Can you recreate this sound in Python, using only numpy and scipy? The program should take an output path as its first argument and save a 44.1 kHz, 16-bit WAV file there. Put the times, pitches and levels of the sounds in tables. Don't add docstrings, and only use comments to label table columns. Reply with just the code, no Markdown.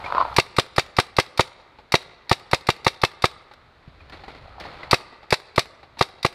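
import sys
import numpy as np
from scipy import signal
from scipy.fft import rfft, irfft, next_fast_len
from scipy.io import wavfile
from scipy.ndimage import uniform_filter1d, minimum_filter1d, map_coordinates

SR = 44100
rng = np.random.default_rng(int(sys.argv[2]) if len(sys.argv) > 2 else 0)


def waveform_to_disk(signal):
    frames = np.transpose(np.atleast_2d(signal))
    scaled = np.clip(frames, -1, 1) * 32767
    samples = np.round(scaled).astype(np.int16)
    wavfile.write(sys.argv[1], SR, samples)


N = 279592

# freq_hz, density_db
AIR_SPECTRUM = [(25, -24), (65, -48), (120, -31), (200, -16.5), (600, -16), (1400, -16.5), (1750, -19.5),
                (2200, -20), (2950, -28), (4000, -23.5), (4900, -34), (5800, -42), (15000, -58)]
RUMBLE_SPECTRUM = [(12, -31), (20, -7.5), (65, 4), (155, -6), (211, -31), (250, -12.5), (320, -26),
                   (550, -120)]
LEAF_SPECTRUM = [(100, -5), (230, -3.5), (400, -1), (800, -1), (1300, -3.5), (1650, -7), (1950, -4.5),
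                 (2300, -6.5), (3000, -12.5), (4300, -9), (5900, -30.5), (8500, -37.5), (10500, -40),
                 (15000, -52)]
TICK_SPECTRUM = [(200, -4), (900, 0.5), (2200, -2), (3100, -7), (4400, -2), (6500, -19.5), (10000, -26),
                 (15000, -28)]
CLOTH_SPECTRUM = [(300, -7), (1500, 6.5), (4500, -1), (6000, -16.5), (10000, -19), (15000, -26)]
RUB_SPECTRUM = [(60, -40), (210, -22.5), (450, -13.5), (700, -3), (900, -6), (1060, -6.5), (1350, -1.5),
                (1650, -19.5), (2300, -20.5), (3200, -25.5), (4500, -24), (6000, -47.5), (15000, -76)]
HAMMER_SPECTRUM = [(100, -17), (400, -18), (750, -5.5), (1000, -2.5), (1600, -7.5), (2300, -4.5),
                   (3100, -11), (4000, 1), (5000, -1), (6500, -18.5), (8500, -17), (12000, -22.5),
                   (15500, -31.5)]
JET_SPECTRUM = [(200, -16), (800, 3), (1700, -0.5), (2700, -2.5), (3100, -9), (3900, -0.5), (5200, -10),
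                (6300, -20), (8000, -22), (10500, -22.5), (12500, -32), (15500, -37)]
BOLT_SPECTRUM = [(60, -13), (160, -13), (700, -1.5), (1000, -3), (1400, -7.5), (2300, 0.5), (3150, -5),
                 (3900, 1.5), (5600, -7), (6500, -17), (8000, -15.5), (10500, -25), (15500, -31)]
# start_s, end_s, rumble_db, leaves_db
MOVES = [(0, 0.304, -46, -47), (4.097, 4.877, -51.5, -52)]
# start_s, level_db, t60_s
CRUNCHES = [(4.122, -39, 0.76), (4.279, -41, 0.96), (4.599, -35.5, 1.5)]
# start_s, level_db
HOPPER_TICKS = [(0.342, -31), (3.536, -37.5), (4.097, -37), (4.6, -29), (5.986, -32)]
# start_s, level_db, pitch_hz
KNOCKS = [(0.041, -23, 2200), (0.06, -21.5, 2380), (1.786, -33.5, 844), (3.512, -35, 838),
          (3.877, -26.5, 135), (4.005, -38.5, 2450), (4.098, -37, 1750), (4.236, -29.5, 790),
          (4.281, -29, 790), (4.652, -25.5, 826), (4.831, -25.5, 2030), (5.125, -36, 700),
          (5.229, -34.5, 810), (5.83, -34, 786), (5.971, -33, 920)]
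# time_s, strain_db
RAISING_STRAIN = [(0, -19.5), (0.1, -12), (0.17, -6.5), (0.213, -2), (0.235, -12), (0.29, -15), (0.36, -20)]
SHIFTING_STRAIN = [(4.45, -34), (4.56, -27.5), (4.75, -27), (4.91, -22)]
# start_s, level_db, t60_s
JOLTS = [(0.1234, -5.5, 0.0069), (0.1491, -6, 0.0062), (0.1693, -15, 0.028), (0.1809, -5, 0.023),
         (0.2025, -11.5, 0.047), (0.212, -7, 0.029), (0.2237, -14, 0.032), (0.2515, -15, 0.014)]
# freq_hz, gain_db
ECHO_SPECTRUM = [(60, -10), (200, -6), (500, -2.5), (1000, -4), (1500, -2), (2500, -2.5), (4200, 2),
                 (6000, -0.5), (10000, 9.5), (15000, 6)]
# freq_hz, t60_s
ECHO_DECAY = [(100, 0.82), (600, 1.48), (2000, 1.34), (4500, 0.86), (8000, 0.53), (15000, 0.16)]
# pitch_hz, level_db
RECEIVER_MODES = [(950, -9), (1350, 2), (2120, 8), (2350, 10.5), (2640, 6.5), (3700, 10), (3960, -6),
                  (4230, -8), (4615, 8.5), (5230, 1), (5750, 0), (7950, -22), (10030, -26)]
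# centre_hz, width_hz, gain_db
BARREL_MODES = [(128.6, 80, 30.5), (374, 65, 31.5), (520.5, 59.5, 25.5), (679.2, 58, 34.5),
                (692.2, 136.3, 34.5), (946.4, 102, 28), (1074, 48, 21), (1213, 120, 31), (1647, 26, 16.5),
                (2004, 192, 24.5), (2480, 38, 5), (3800, 13, 21.5)]
# delay_s, level_db, brightness_hz
SURGES = [(.00065, -12, 1800), (.00255, 1, 12360), (.00455, -13.5, 9000)]
# blast_s, pop_db, hammer_db, bolt_delay_s, bolt_db, clack_db
SHOTS = [(0.3815, -1, -4.5, 0.016, 0.5, 11), (0.5825, -2, -16.5, 0.014, 0, 4),
         (0.7795, -3, -18, 0.015, 0, -19), (0.984, -0.5, -16, 0.015, 1.5, -23),
         (1.1836, 0, -16, 0.015, 2, -1), (1.3926, 0, -15.5, 0.014, 2.5, -8),
         (1.9383, -1, -10, 0.015, 1.5, 1.5), (2.3119, -0.5, -13.5, 0.015, -1, -1),
         (2.5302, -1.5, -19, 0.015, -2, 5), (2.6864, -0.5, -19, 0.016, -1.5, 5.5),
         (2.864, -0.5, -18, 0.014, -0.5, -19), (3.0336, -1, -18.5, 0.015, -2, 7.5),
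         (3.2388, -1, -18, 0.016, -1.5, -4), (4.9281, 0.5, -3.5, 0.014, 1.5, 10.5),
         (5.323, -8.5, -13, 0.018, -3, -6), (5.5773, 0, -18.5, 0.016, 2, -13),
         (6.0086, -0.5, -18, 0.016, -3.5, -6), (6.2465, -1, -18, 0.016, -3.5, 3)]


def amp(db):
    return 10 ** (np.asarray(db) / 20)


def unit_rms(x):
    return x / np.sqrt(np.mean(x ** 2) + 1e-20)


def log_interp(points, hz):
    freqs_hz, values = np.transpose(points)
    return np.interp(np.log(hz + 1), np.log(freqs_hz + 1), values)


def event_time_s():
    return np.arange(SR // 4) / SR


def wobble(rate_hz):
    knots = rng.standard_normal(int(N * rate_hz / SR) + 4)
    return map_coordinates(knots, [np.arange(N) * rate_hz / SR])


def filtered(x, response):
    size = next_fast_len(len(x) + 8192)
    return irfft(rfft(x, size) * response(np.fft.rfftfreq(size, 1 / SR)), size)[:len(x)]


def noise(spectrum, samples=N):
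    return unit_rms(filtered(rng.standard_normal(samples), lambda hz: amp(log_interp(spectrum, hz))))


def fade(t60_s, attack_s, delay_s=0):
    age_s = np.maximum(event_time_s() - delay_s, 0)
    return (1 - np.exp(-age_s / attack_s)) * amp(-60 * age_s / t60_s)


def burst(spectrum, envelope):
    return envelope * noise(spectrum, len(envelope))


def ring(pitch_hz, t60_s, attack_s):
    return np.sin(2 * np.pi * pitch_hz * event_time_s()) * fade(t60_s, attack_s)


def add(track, start_s, sound):
    part = track[max(round(start_s * SR), 0):][:len(sound)]
    part += sound[:len(part)]


def surroundings(air_db=-57, still_db=-62.5, rustle_db=-2.5, rise_s=0.29, fall_s=0.1):
    time_s = np.arange(N) / SR
    handling, stir = [np.full(N, amp(still_db))], []
    for start_s, end_s, rumble_db, leaves_db in MOVES:
        swell = np.exp(np.minimum(time_s - start_s, 0) / rise_s - np.maximum(time_s - end_s, 0) / fall_s)
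        handling.append(amp(rumble_db) * swell)
        stir.append(amp(leaves_db) * swell)
    for start_s, level_db, t60_s in CRUNCHES:
        age_s = np.maximum(time_s - start_s, 0)
        attack = 1 - np.exp(-age_s / 0.0011)
        snap = amp(5 - 60 * age_s / 0.064)
        settle = amp(-60 * age_s / t60_s)
        stir.append(amp(level_db) * np.hypot(settle, snap) * attack)
    air = amp(air_db + 0.55 * wobble(2.81)) * noise(AIR_SPECTRUM)
    crackle = unit_rms(noise(LEAF_SPECTRUM) * amp(2.2 * wobble(300)))
    leaves = amp(rustle_db) * np.linalg.norm(stir, axis=0) * crackle
    sway = amp(1.5 * wobble(9))
    rumble = np.linalg.norm(handling, axis=0) * noise(RUMBLE_SPECTRUM) * sway
    return air + leaves + rumble


def ball_tick(level_db):
    return amp(level_db - 5) * burst(TICK_SPECTRUM, fade(0.036, 0.00037))


def rattles(knock_db=-2, scuff_db=-8):
    out = np.zeros(N)
    for start_s, level_db in HOPPER_TICKS:
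        add(out, start_s, ball_tick(level_db))
    for start_s, level_db, pitch_hz in KNOCKS:
        hardness = min(pitch_hz / 800, 1)
        scuff = hardness * amp(scuff_db) * burst(LEAF_SPECTRUM, fade(0.11, 0.00063))
        add(out, start_s, amp(level_db + knock_db) * (ring(pitch_hz, 0.042, 0.0011) + scuff))
    return out


def slip(strain_db, t60_s, full_strain_hz=1120, hz_per_db=12.5, scrape_db=-10):
    time_s = event_time_s()
    pitch_hz = full_strain_hz + hz_per_db * strain_db
    wander = uniform_filter1d(uniform_filter1d(rng.standard_normal(len(time_s)), 21), 21)
    squeak = np.sin(2 * np.pi * pitch_hz * time_s + 0.032 * np.cumsum(wander)) * fade(t60_s, 0.00068)
    return 1.2 * squeak + amp(scrape_db) * burst(RUB_SPECTRUM, fade(0.015, 0.00039))


def creak(strain, rub_db=-23, rate_hz=70, slip_db=-12.5, scatter_db=4):
    times_s, strains_db = np.transpose(strain)
    envelope = amp(np.interp(np.arange(N) / SR, times_s, strains_db, left=-120, right=-120))
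    out = amp(rub_db) * envelope * unit_rms(noise(RUB_SPECTRUM) * amp(2.6 * wobble(200)))
    for k, (late, louder) in enumerate(rng.standard_normal((56, 2))):
        start_s = times_s[0] + (k + 0.25 * late) / rate_hz
        if start_s < times_s[-1]:
            strain_db = np.interp(start_s, times_s, strains_db)
            gain = amp(slip_db + strain_db + scatter_db * louder)
            add(out, start_s, gain * slip(strain_db, t60_s=0.022))
    return out


def gear(cloth_db=-50):
    out = creak(RAISING_STRAIN) + creak(SHIFTING_STRAIN)
    times_s, strains_db = np.transpose(RAISING_STRAIN)
    raising = np.arange(N) / SR < times_s[-1]
    out += amp(cloth_db) * raising * noise(CLOTH_SPECTRUM)
    for start_s, level_db, t60_s in JOLTS:
        strain_db = np.interp(start_s, times_s, strains_db)
        add(out, start_s, amp(level_db) * slip(strain_db, t60_s))
    return out


def woodland_echo(shot, near_db=-25, far_db=-27, near_t60_s=0.15, lump_db=3):
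    hz, time_s, spectra = signal.stft(rng.standard_normal(SR), SR, nperseg=256)
    lumps = amp(lump_db * rng.standard_normal(len(time_s)))
    decay = amp(-60 * time_s / log_interp(ECHO_DECAY, hz)[:, None])
    far = signal.istft(spectra * lumps * decay, SR, nperseg=256)[1][:SR]
    far *= 1 - np.exp(-np.arange(SR) / SR / 0.0041)
    tail = amp(far_db) * far / np.linalg.norm(far)
    near = rng.standard_normal(len(event_time_s())) * fade(near_t60_s, 0.0018, delay_s=0.002)
    add(tail, 0, amp(near_db) * near / np.linalg.norm(near))
    return signal.fftconvolve(shot, filtered(tail, lambda hz: amp(log_interp(ECHO_SPECTRUM, hz))))


def receiver(scatter_db=3, detune=0.008):
    offsets = rng.uniform(-1, 1, (len(RECEIVER_MODES), 2)) * [scatter_db, detune]
    return sum(amp(level_db + louder_db) * ring(pitch_hz * (1 + sharper), 0.042, 0.0008)
               for (pitch_hz, level_db), (louder_db, sharper) in zip(RECEIVER_MODES, offsets))


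def hammer(ring_db=-24):
    release = 0.39 * fade(0.082, 0.001) + fade(0.011, 0.00037, delay_s=0.0013)
    pickup = 0.64 * fade(0.012, 0.0003, delay_s=0.00503)
    return burst(HAMMER_SPECTRUM, 0.42 * (release + pickup)) + amp(ring_db) * receiver()


def bolt(clack_db, slam_db=-5, bounce_db=-14, rattle_db=-33, ring_db=-33, clack_hz=2640):
    slam = amp(slam_db) * fade(0.0073, 0.00052)
    bounce = amp(bounce_db) * fade(0.018, 0.00095, delay_s=0.0019)
    rattle = amp(rattle_db) * fade(0.16, 0.0046)
    clack = amp(clack_db - 19) * ring(clack_hz * (1 + 0.026 * rng.normal()), 0.023, 0.0016)
    return burst(BOLT_SPECTRUM, slam + bounce + rattle) + clack + amp(ring_db) * receiver()


def blast(pop_db, jet_db=-13, pop_hz=1000, pop_width_oct=0.66, muzzle_cutoff_hz=4800):
    time_s = event_time_s()
    pressure = np.zeros(len(time_s))
    for delay_s, level_db, brightness_hz in SURGES:
        pulse = time_s * np.exp(-2 * np.pi * brightness_hz * time_s)
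        start_s = delay_s + 0.00006 * rng.normal()
        add(pressure, start_s, amp(level_db + 0.6 * rng.normal()) * pulse / pulse.sum())
    modes = np.array(BARREL_MODES) + rng.standard_normal((len(BARREL_MODES), 3)) * [4, 0, 0.6]

    def barrel(hz):
        tube = 0
        for k, (centre_hz, width_hz, gain_db) in enumerate(modes):
            damping = 1j * hz * width_hz
            tube += (-1) ** k * amp(gain_db) * damping / (centre_hz ** 2 - hz ** 2 + damping)
        pop = amp(pop_db * np.exp(-(np.log2((hz + 1) / pop_hz) / pop_width_oct) ** 2))
        return tube * pop / (1 + (hz / muzzle_cutoff_hz) ** 6)

    outflow = fade(0.038, 0.00093, delay_s=0.0026) + 0.33 * fade(0.06, 0.00033)
    hiss = amp(jet_db - 0.59 * pop_db) * burst(JET_SPECTRUM, outflow)
    return filtered(pressure, barrel) + hiss


def marker(lock_time_s=0.018, feed_delay_s=0.081, feed_scatter_s=0.003, feed_db=-34.5):
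    out = np.zeros(N)
    feed_jitters_s = feed_scatter_s * rng.standard_normal(len(SHOTS))
    for cycle, jitter_s in zip(SHOTS, feed_jitters_s):
        blast_s, pop_db, hammer_db, bolt_delay_s, bolt_db, clack_db = cycle
        blast_db = 1.43 + 0.12 * hammer_db
        shot = amp(hammer_db) * hammer()
        add(shot, lock_time_s, amp(blast_db) * blast(pop_db))
        add(shot, lock_time_s + bolt_delay_s, amp(bolt_db) * bolt(clack_db))
        add(out, blast_s - lock_time_s, shot)
        add(out, blast_s - lock_time_s, woodland_echo(shot))
        add(out, blast_s + feed_delay_s + jitter_s, ball_tick(feed_db))
    return out


def scene():
    return (marker() + gear() + rattles() + surroundings())[None]


def record(dry, ceiling=1, window_samples=23, cutoff_hz=15450):
    needed_gain = np.minimum(1, ceiling / (np.abs(dry[0]) + 1e-9))
    gain = uniform_filter1d(minimum_filter1d(needed_gain, window_samples), window_samples)
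    return filtered(dry[0] * gain, lambda hz: 1 / (1 + (hz / cutoff_hz) ** 160))[None]


dry = scene()
out = record(dry)
waveform_to_disk(out)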